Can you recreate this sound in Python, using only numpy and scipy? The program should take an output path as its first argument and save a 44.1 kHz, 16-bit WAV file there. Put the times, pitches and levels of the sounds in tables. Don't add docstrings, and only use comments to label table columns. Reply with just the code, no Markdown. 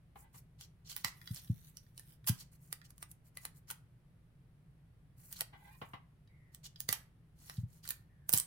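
import sys
import numpy as np
from scipy import signal
from scipy.fft import rfft, irfft, next_fast_len
from scipy.io import wavfile

SR = 44100
rng = np.random.default_rng(int(sys.argv[2]) if len(sys.argv) > 2 else 0)


def generate_wav(sig):
    pcm = np.round(np.clip(np.atleast_2d(sig).T, -1, 1) * 32767).astype(np.int16)
    wavfile.write(sys.argv[1], SR, pcm)


N = 373086
TIME = np.arange(N) / SR

# (frequency [Hz], level [dB])
RUMBLE_SPECTRUM = [(20, -13), (48, -4), (80, -7), (125, 1), (165, -1), (200, -15), (320, -22), (500, -27),
                   (900, -32), (2000, -35), (4000, -43), (7000, -50), (10500, -43), (15500, -53)]
# (frequency [Hz], correlation [-1..1])
RUMBLE_CORRELATION = [(30, .93), (130, .98), (300, .8), (700, .45), (1500, .05), (16000, 0)]
# (start [s], length [s], treble [dB], presence re treble [dB])
PAPER_RUBS = [(0.15, .1, -62, -19), (0.325, .085, -58, -10), (0.595, .07, -63, 4), (0.845, .05, -68, 7),
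              (0.878, .065, -53, 0), (0.93, .12, -63, -3), (1.335, .08, -57, 0), (2.37, .07, -56, -1),
              (2.51, .06, -64, -12), (2.58, .15, -69, -14), (2.835, .04, -65, -2), (3.24, .06, -68, -11),
              (3.37, .11, -66, -12), (3.54, .06, -66, -13), (5.16, .1, -66, -12), (5.22, .12, -61, -17),
              (5.32, .095, -56.5, -1.5), (5.52, .48, -70, -14), (6.63, .048, -56.5, 5), (7.35, .3, -63, -6),
              (7.66, .18, -71, -7), (7.825, .06, -60, -1)]
# (frequency [Hz], width [Hz], level [dB])
PAPER_MODES = [(3250, 600, 5), (4350, 800, 9), (5500, 600, 5), (6500, 500, 0)]
# (frequency [Hz], width [Hz], level [dB])
PLASTIC_LOW_MODES = [(1150, 120, 2), (1480, 110, 5), (1870, 150, 8)]
PLASTIC_HIGH_MODES = [(3200, 350, -2), (3950, 350, 0), (4500, 500, 0)]
# (time [s], left over right [dB], reverb send [dB])
HAND_PATH = [(0.4, 0, -2), (0.9, -4.5, 0), (2.4, -3.5, 0), (2.7, -2, -4), (3.45, 1, -2), (3.7, 1, -1),
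             (5.3, -2.5, -5), (6.7, -6.5, -2), (6.95, -3.5, 0), (8.35, -4, 0)]
# (time [s], level [dB], tilt [dB/octave])
FINGER_TAPS = [(0.157, -51, -6), (0.343, -56, -2), (5.533, -51, -1), (5.816, -37.5, -4), (5.935, -40, -1)]
# (frequency [Hz], width [Hz], level [dB])
CARD_MODES = [(470, 200, -8), (790, 100, 0), (960, 70, 0), (1080, 80, 0), (1540, 90, -8), (1770, 100, -9),
              (2000, 100, -7), (2410, 120, -15), (2820, 220, -9), (3820, 300, -20)]
# (time [s], level [dB], contact [s])
MAT_BUMPS = [(1.305, -29.5, .006), (1.4965, -22, .0052), (2.2945, -21.5, .005), (7.579, -25.5, .007),
             (7.630, -28.5, .007)]
# (frequency [Hz], level [dB], t60 [s])
DESK_MODES = [(58, -18, .3), (104, -8, .13), (119, 1.7, .112), (152, -4, .1), (186, -2.5, .075),
              (240, -8, .055), (295, -11, .05), (350, -12, .04), (440, -12, .04)]
# (start [s], end [s], level [dB], tilt [dB/octave], pitch [ratio])
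THUMB_SLIDES = [(0.21, 0.28, -64, -5, 1), (5.52, 5.575, -57, 1, 1), (5.56, 5.65, -64, -1, 1),
                (5.635, 5.715, -57.5, -1, 1.02), (5.69, 5.77, -62, 3, 1.22), (5.83, 5.875, -62, 3, 1.15),
                (5.945, 5.98, -62, 2, 1.3)]
# (frequency [Hz], width [Hz], level [dB])
EDGE_MODES = [(840, 60, 3), (1540, 70, -1), (1990, 70, -2), (2260, 90, -12), (2950, 120, -13),
              (3310, 140, -14), (3810, 160, -16)]
# (time [s], treble [dB], mids re treble [dB],
# presence re treble [dB], decay [ms], pitch [Hz], ring [Hz], ring re treble [dB])
BEND_SNAPS = [(0.6105, -52, -8, 3, 1.5, 3270, 3030, -8), (0.9172, -46, -12, -3, 1, 4310, 3130, -14),
              (0.9648, -32.5, -7, -5, .7, 15000, 1500, -19), (0.9778, -45, -12, -8, 1.5, 15000, 3200, -16),
              (1.3458, -42, -19, -13, 1.5, 10000, 3500, -20), (1.361, -47, -12, -4, 1, 5550, 3140, -16),
              (1.3685, -46, -15, -6, 2.0, 5600, 1750, -14), (1.7706, -45, -20, -4, 1.2, 5700, 1500, -22),
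              (1.978, -45, -14, -7, 1.3, 9500, 2940, -14), (1.9955, -47, -14, -11, 1.4, 10000, 1780, -9),
              (2.2665, -42, -16, -13, 2.0, 11000, 1800, -22),
              (2.7274, -33, -6.5, -5.5, 1.3, 12500, 1250, -17),
              (2.9052, -53, -10, -9, 1.8, 11000, 1730, -11), (2.9805, -53, -14, -11, 1.2, 11000, 1100, -13),
              (3.0265, -39.5, -4, -8, 2.7, 9000, 1200, -7), (3.114, -46, -23, -18, 3.3, 11000, 1060, -21),
              (3.3718, -40, -4, -7, 1.5, 11000, 2000, -4), (3.4519, -35, -6, -6, 2.2, 10600, 2050, -10),
              (3.7023, -38.5, -5, -4, 3.2, 9600, 1450, -5), (3.7097, -35, -12, -10, 2.9, 11800, 880, -14),
              (5.3263, -37, -17, -11, 3.5, 15000, 3020, -26),
              (5.4081, -27.5, -4, -7.5, 1.7, 8000, 1900, -15), (5.4165, -38, -3, -12, 3, 10500, 680, -6),
              (6.5473, -44, -17, -6, .9, 8500, 1850, -15), (6.8043, -31, -25, -11, .5, 15300, 1800, -24),
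              (6.9271, -24, -9, -5, 3.0, 11900, 900, -15), (7.4976, -44, -2, -3, 1.1, 5500, 1200, -5),
              (7.8768, -40, -18, -6, .6, 4220, 1130, -20), (7.89, -31, -17, -9, .7, 15200, 1130, -20),
              (7.9058, -29, -11, -10, 2.3, 11900, 1800, -14), (8.2929, -24, -15, -18, .8, 15300, 1500, -28),
              (8.3217, -36, -22, -22, .8, 9000, 2900, -30), (8.3283, -24, -20, -22, .6, 14200, 2900, -30),
              (8.3355, -20, -16, -17, .6, 15000, 1700, -26), (8.3449, -26, -15, -14, 1.3, 10400, 2920, -22),
              (8.366, -33, -12, -13, 1.5, 7700, 3100, -18), (8.3755, -21, -24, -22, 1.5, 7600, 3100, -32),
              (8.3843, -24.5, -19, -20, 1.1, 8500, 3100, -28),
              (8.3993, -25, -18, -15, 1.5, 8700, 3100, -28)]
# (time [s], treble [dB], mids re treble [dB], presence re treble [dB],
# pitch [Hz], ring [Hz], ring re treble [dB])
PLASTIC_CLACKS = [(1.0463, -27, -5, -3.5, 3950, 1950, -5), (6.8897, -24, -8, -7, 4480, 1950, -8),
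                  (8.3375, -16.5, -16, -14, 15000, 1700, -21)]
# (time [s], level [dB], pitch of the taut strip [ratio])
TAPE_PULL = [(1.12, -69, 1), (1.2, -69, 1), (1.27, -61, .97), (1.38, -58, 1), (1.53, -69, 1.03),
             (1.69, -63, 1.13), (1.74, -81, 1.1), (1.98, -80, 1), (2.1, -62, .9), (2.18, -80, .9)]
# (frequency [Hz], width [Hz], level [dB])
STRIP_MODES = [(1800, 200, -4), (3500, 200, 0), (3950, 250, -1), (5530, 250, 2), (6150, 250, -2),
               (9310, 400, 2), (11700, 600, 4)]
# (time [s], level [dB], frequency struck hardest [Hz])
DISPENSER_KNOCKS = [(1.2149, -30, 1550), (1.2743, -22.5, 2600), (1.475, -42, 3900), (1.865, -46, 2400),
                    (1.9955, -37, 1780), (2.2432, -38, 1800), (2.8154, -33, 1600), (3.465, -35, 1900),
                    (6.2753, -49, 3400), (6.7593, -31, 4700), (7.505, -39, 1500), (7.569, -38, 4900),
                    (7.8415, -34, 4700), (7.8529, -30, 1900)]
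# (frequency [Hz], width [Hz], level [dB])
DISPENSER_MODES = [(1500, 150, -6), (1800, 140, 1), (3360, 220, -3), (3890, 150, -2), (4660, 300, -1)]
# (start [s], end [s], density [snaps/s], level [dB])
TAPE_TEAR = (2.2705, 2.2975, 7000, -29.7)
# (frequency [Hz], level [dB])
TEAR_SPECTRUM = [(400, -24), (750, -8), (1650, -3), (2150, -12), (2900, -1), (3800, -8), (4900, -2),
                 (7000, -5), (9000, -2), (11300, 3), (15500, 0), (16800, -14)]
# (start [s], end [s], start pitch [Hz], end pitch [Hz], level [dB])
FINGER_SQUEAKS = [(6.28, 6.56, 2170, 1870, -78.5), (8.08, 8.29, 1900, 1620, -82.5)]
# (frequency [Hz], level [dB])
REVERB_SPECTRUM = [(150, -12), (500, -2), (1500, 3), (4000, 0), (8000, 0), (16000, -3)]
# (frequency [Hz], t60 [s])
REVERB_DECAY = [(150, .3), (1200, .35), (4000, .25), (9000, .22), (16000, .19)]


def from_db(db):
    return 10 ** (np.asarray(db) / 20)


def rms_one(x):
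    return x / np.sqrt(np.mean(x ** 2) + 1e-20)


def at_hz(points, hz):
    f, value = np.transpose(points)
    return np.interp(np.log(np.maximum(hz, 1)), np.log(f), value)


def band(x, low_hz, high_hz):
    sos = signal.butter(2, [low_hz, min(high_hz, .47 * SR)], "band", fs=SR, output="sos")
    return signal.sosfilt(sos, x + 1e-18)


def colour(x, spectrum):
    size = next_fast_len(x.shape[-1])
    gain = from_db(at_hz(spectrum, np.fft.rfftfreq(size, 1 / SR)))
    return rms_one(irfft(rfft(x, size) * gain, size)[..., :x.shape[-1]])


def resonate(x, modes):
    return sum(from_db(db) * signal.lfilter(*signal.iirpeak(hz, hz / width, SR), x + 1e-18)
               for hz, width, db in modes)


def pan(left_db):
    return rms_one(from_db([[left_db / 2], [-left_db / 2]]))


def hand_left_db(s):
    return np.interp(s, *np.transpose(HAND_PATH)[:2])


def add(out, s, sound):
    i = int(round(s * SR))
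    out[..., i:i + sound.shape[-1]] += sound[..., :max(N - i, 0)]


def add_layers(layers, s, sound, mids_db, presence_db, left_db):
    mids, presence, treble = layers
    add(mids, s, sound * pan(left_db * .2) * from_db(mids_db))
    add(presence, s, sound * pan(left_db * .8) * from_db(presence_db))
    add(treble, s, sound * pan(left_db))


def rumble(level_db=-61.7, hum_hz=58, hum_db=-71):
    mid, side = rfft(rng.standard_normal((2, N)))
    alike = at_hz(RUMBLE_CORRELATION, np.fft.rfftfreq(N, 1 / SR))
    air = irfft(np.sqrt(1 + alike) * mid + np.sqrt(1 - alike) * side * [[1], [-1]], N)
    hum = from_db(hum_db) * np.sin(2 * np.pi * hum_hz * TIME)
    return from_db(level_db) * colour(air, RUMBLE_SPECTRUM) + hum


def grains(per_s, spread_db):
    sizes = from_db(spread_db * np.minimum(rng.exponential(1, N), 4))
    return rms_one((rng.random(N) < per_s / SR) * sizes * rng.standard_normal((2, N)))


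def crackle(per_s, spread_db, width_hz, pitch_count=24):
    snaps = grains(per_s, spread_db)
    choice = rng.integers(0, pitch_count, N)
    pitches = np.linspace(900, 16000, pitch_count)
    return rms_one(sum(resonate(snaps * (choice == k), [(hz, width_hz, 0)])
                       for k, hz in enumerate(pitches)))


def grip(catch_db, catch_s):
    knots = np.arange(0, TIME[-1], catch_s)
    return from_db(catch_db * np.interp(TIME, knots, rng.standard_normal(len(knots))))


def strokes(rustle_s=.052, rustle_lead_s=.032, rattle_s=.06, rattle_db=-25.5):
    for s, length_s, db, presence_db in PAPER_RUBS:
        mids_db = -11 + .25 * presence_db
        yield s, length_s, db, mids_db, presence_db
    for s, db, mids_db, presence_db, decay_ms, *_ in BEND_SNAPS:
        rustle_db = -63.5 + .3 * db + 3.8 * decay_ms
        yield s - rustle_lead_s, rustle_s, rustle_db, mids_db, presence_db
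    for s, db, mids_db, presence_db, *_ in PLASTIC_CLACKS:
        yield s, rattle_s, db + rattle_db, mids_db + 1, presence_db


def rubbing(hiss_gain=.5, body_db=6, air_db=2.5):
    layers = np.zeros((3, 2, N))
    for s, length_s, db, mids_db, presence_db in strokes():
        swell = from_db(db) * np.hanning(int(length_s * SR)) ** .55
        add_layers(layers, s, swell, mids_db, presence_db, left_db=.45 * hand_left_db(s))
    crinkles = crackle(per_s=7000, spread_db=2.5, width_hz=450)
    hold = grip(catch_db=2.4, catch_s=.009)
    friction = rms_one(hold * (crinkles + hiss_gain * rng.standard_normal((2, N))))
    mids, presence, treble = layers * friction
    body = from_db(body_db) * band(mids, 420, 2100) + resonate(mids, PLASTIC_LOW_MODES)
    scratch = band(resonate(presence, PAPER_MODES), 2900, 8000)
    air = from_db(air_db) * band(band(treble, 6300, 18000), 7800, 16000)
    return body + scratch + air


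def card_friction(force, modes, tilt_db, pitch=1):
    tilted = [(hz * pitch, width, db + tilt_db * np.log2(hz / 1000)) for hz, width, db in modes]
    friction = band(force * rng.standard_normal((2, len(force))), 300, 4200)
    return band(resonate(friction, tilted), 200, 4200)


def taps(pat_db=13.5, scuff_db=-24, rise_s=.0016, decay_s=.012):
    out, t = np.zeros((2, N)), TIME[:SR // 6]
    for s, db, tilt_db in FINGER_TAPS:
        force = from_db(db) * (1 - np.exp(-t / rise_s)) * np.exp(-t / decay_s)
        scuff = band(force * rng.standard_normal((2, len(t))), 7500, 16000)
        pat = card_friction(force, CARD_MODES, tilt_db)
        add(out, s - rise_s, from_db(pat_db) * pat + from_db(scuff_db) * scuff)
    return out


def desk_mode(push, hz, t60):
    radius, angle = from_db(-60 / (t60 * SR)), 2 * np.pi * hz / SR
    return signal.lfilter([0, np.sin(angle)], [1, -2 * radius * np.cos(angle), radius ** 2], push + 1e-18)


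def desk_boom(gain_db=.5, low_cut_hz=95, clack_db=-19, clack_s=.001, tap_db=-8, tap_s=.0025):
    jolts = [(s, db + clack_db, clack_s) for s, db, *_ in PLASTIC_CLACKS]
    nudges = [(s, db + tap_db, tap_s) for s, db, _ in FINGER_TAPS]
    push = np.zeros(N)
    for s, db, contact_s in MAT_BUMPS + jolts + nudges:
        pulse = np.hanning(int(contact_s * SR))
        add(push, s, from_db(db) * pulse / pulse.sum())
    boom = sum(from_db(db) * desk_mode(push, hz, t60) for hz, db, t60 in DESK_MODES)
    return from_db(gain_db) * band(band(boom, low_cut_hz, 900), low_cut_hz, 900)


def slides(gain_db=13):
    out, hold = np.zeros((2, N)), grip(catch_db=3, catch_s=.008)
    for start, end, db, tilt_db, pitch in THUMB_SLIDES:
        size = int((end - start) * SR)
        force = from_db(db + gain_db) * signal.windows.tukey(size) * hold[int(start * SR):][:size]
        add(out, start, card_friction(force, EDGE_MODES, tilt_db, pitch))
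    return out


def crack(decay_ms, flutter_db=-26, flutter_s=.009, correlation=.45, left_delay_s=.0002):
    t = TIME[:SR // 16]
    noise = rng.standard_normal((3, len(t)))
    noise = np.sign(noise) * np.abs(noise) ** .5
    envelope = np.exp(-t * 1000 / decay_ms) + from_db(flutter_db) * np.exp(-t / flutter_s)
    snap = (np.sqrt(correlation) * noise[2] + np.sqrt(1 - correlation) * noise[:2]) * envelope
    snap[0] = np.interp(t - left_delay_s, t, snap[0], left=0)
    return snap / np.sqrt(np.sum(envelope ** 2) / SR * 500)


def flex(snap, hz, peak_db=5, q=11):
    pitched = snap + resonate(snap, [(hz, hz / q, peak_db)])
    return rms_one(pitched) * np.sqrt(np.mean(snap ** 2))


def sheet(mids, presence, treble, mids_db=5.5, presence_db=2.5, air_db=3.6):
    body = from_db(mids_db) * band(mids, 400, 2700) + resonate(mids, PLASTIC_LOW_MODES)
    bite = from_db(presence_db) * band(presence, 2900, 6000) + resonate(presence, PLASTIC_HIGH_MODES)
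    return body - bite + from_db(air_db) * band(treble, 7400, 15300)


def clicks(gain_db=.7, swell_db=-14, swell_s=.0026, clack_decay_ms=1.2):
    clacks = [(s, db, mids_db, presence_db, clack_decay_ms, hz)
              for s, db, mids_db, presence_db, hz, *_ in PLASTIC_CLACKS]
    layers, lead = np.zeros((3, 2, N)), TIME[:SR // 40]
    for s, db, mids_db, presence_db, decay_ms, hz, *_ in BEND_SNAPS + clacks:
        swell = from_db(swell_db) * np.exp(-lead[::-1] / swell_s) * rng.standard_normal((2, len(lead)))
        click = from_db(db + gain_db) * flex(np.hstack([swell, crack(decay_ms)]), hz)
        add_layers(layers, s - len(lead) / SR, click, mids_db, presence_db, hand_left_db(s))
    return sheet(*layers)


def plastic_rings(t60_s=.03, clack_db=-6, clack_t60_s=.02):
    notes = [(s, db + ring_db, hz, t60_s) for s, db, *_, hz, ring_db in BEND_SNAPS + PLASTIC_CLACKS]
    notes += [(s, db + presence_db + clack_db, hz, clack_t60_s)
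              for s, db, _, presence_db, hz, *_ in PLASTIC_CLACKS]
    out, t = np.zeros((2, N)), TIME[:SR // 10]
    for s, db, hz, t60 in notes:
        tone = np.sin(2 * np.pi * hz * t + rng.uniform(0, 2 * np.pi, (2, 1)))
        add(out, s, from_db(db - 60 * t / t60) * tone * pan(.4 * hand_left_db(s)))
    return out


def unrolling(hiss_db=1, rasp_db=-8.5, crinkle_db=3, fade_s=.03, left_db=-2):
    s, db, pitch = np.transpose(TAPE_PULL)
    gate = np.clip((TIME - s[0]) / fade_s, 0, 1) * np.clip((s[-1] - TIME) / fade_s, 0, 1)
    strip = resonate(grains(per_s=350, spread_db=3.4), STRIP_MODES)
    warped_time = np.cumsum(np.interp(TIME, s, pitch)) / SR
    crinkles = np.array([np.interp(warped_time, TIME, side) for side in strip])
    glue = crackle(per_s=6000, spread_db=2.6, width_hz=330)
    hiss = band(glue, 8600, 16000) + from_db(rasp_db) * band(glue, 900, 6000)
    level = gate * from_db(np.interp(TIME, s, db)) * grip(catch_db=1.8, catch_s=.014)
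    return level * (from_db(crinkle_db) * crinkles + from_db(hiss_db) * hiss) * pan(left_db)


def knocks(gain_db=2, decay_s=.0025, tick_db=-27, db_per_octave=9, left_db=-2):
    out, t = np.zeros((2, N)), TIME[:SR // 20]
    for s, db, struck_hz in DISPENSER_KNOCKS:
        hit = from_db(db + gain_db) * np.exp(-t / decay_s) * rng.standard_normal((2, len(t)))
        modes = [(hz, width, mode_db - db_per_octave * abs(np.log2(hz / struck_hz)))
                 for hz, width, mode_db in DISPENSER_MODES]
        body = band(resonate(hit, modes), 1100, 6000)
        add(out, s, body + from_db(tick_db) * band(hit, 5500, 15000))
    return out * pan(left_db)


def tear(fade_s=.002, left_db=-5):
    start, end, per_s, db = TAPE_TEAR
    gate = np.clip((TIME - start) / fade_s, 0, 1) * np.clip((end - TIME) / fade_s, 0, 1)
    rip = colour(grains(per_s, spread_db=1.2), TEAR_SPECTRUM)
    return from_db(db) * gate * rip * pan(left_db)


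def squeaks(roughness_hz=120, fade_s=.02):
    out = np.zeros((2, N))
    lowpass = signal.butter(2, roughness_hz, fs=SR, output="sos")
    for start, end, start_hz, end_hz, db in FINGER_SQUEAKS:
        t = TIME[:int((end - start) * SR)]
        phase = 2 * np.pi * np.cumsum(np.linspace(start_hz, end_hz, len(t))) / SR
        wobble = signal.sosfilt(lowpass, rng.standard_normal((2, 2, len(t))))
        tone = rms_one(wobble[0] * np.cos(phase) + wobble[1] * np.sin(phase))
        fade = np.clip(np.minimum(t, t[::-1]) / fade_s, 0, 1)
        add(out, start, from_db(db) * fade * tone)
    return out


def room(x, wet_db=-8.7, early_db=5, early_s=.015, onset_s=.004):
    t, edges_hz = TIME[:SR // 2], np.geomspace(120, 19000, 9)
    tail = 0
    for low, high in zip(edges_hz, edges_hz[1:]):
        hz = np.sqrt(low * high)
        decay = from_db(at_hz(REVERB_SPECTRUM, hz) - 60 * t / at_hz(REVERB_DECAY, hz))
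        tail = tail + band(rng.standard_normal((2, len(t))), low, high) * decay
    onset = np.clip(t / onset_s - .5, 0, 1)
    early_lift = 1 + from_db(early_db) * np.exp(-t / early_s)
    response = rms_one(tail * onset * early_lift) / np.sqrt(len(t))
    return from_db(wet_db) * signal.fftconvolve(x, response, axes=1)[:, :N]


def scene(crossfeed=.4):
    in_hand = clicks() + plastic_rings() + rubbing()
    on_desk = knocks() + unrolling() + tear() + squeaks() + taps() + slides() + desk_boom()
    s, _, send_db = np.transpose(HAND_PATH)
    send = on_desk + from_db(np.interp(TIME, s, send_db)) * in_hand
    reverb = room(send + crossfeed * send[::-1])
    return in_hand + on_desk + reverb + rumble()


def record(dry):
    return signal.sosfilt(signal.cheby2(16, 60, 17100, fs=SR, output="sos"), dry)


dry = scene()
out = record(dry)
generate_wav(out)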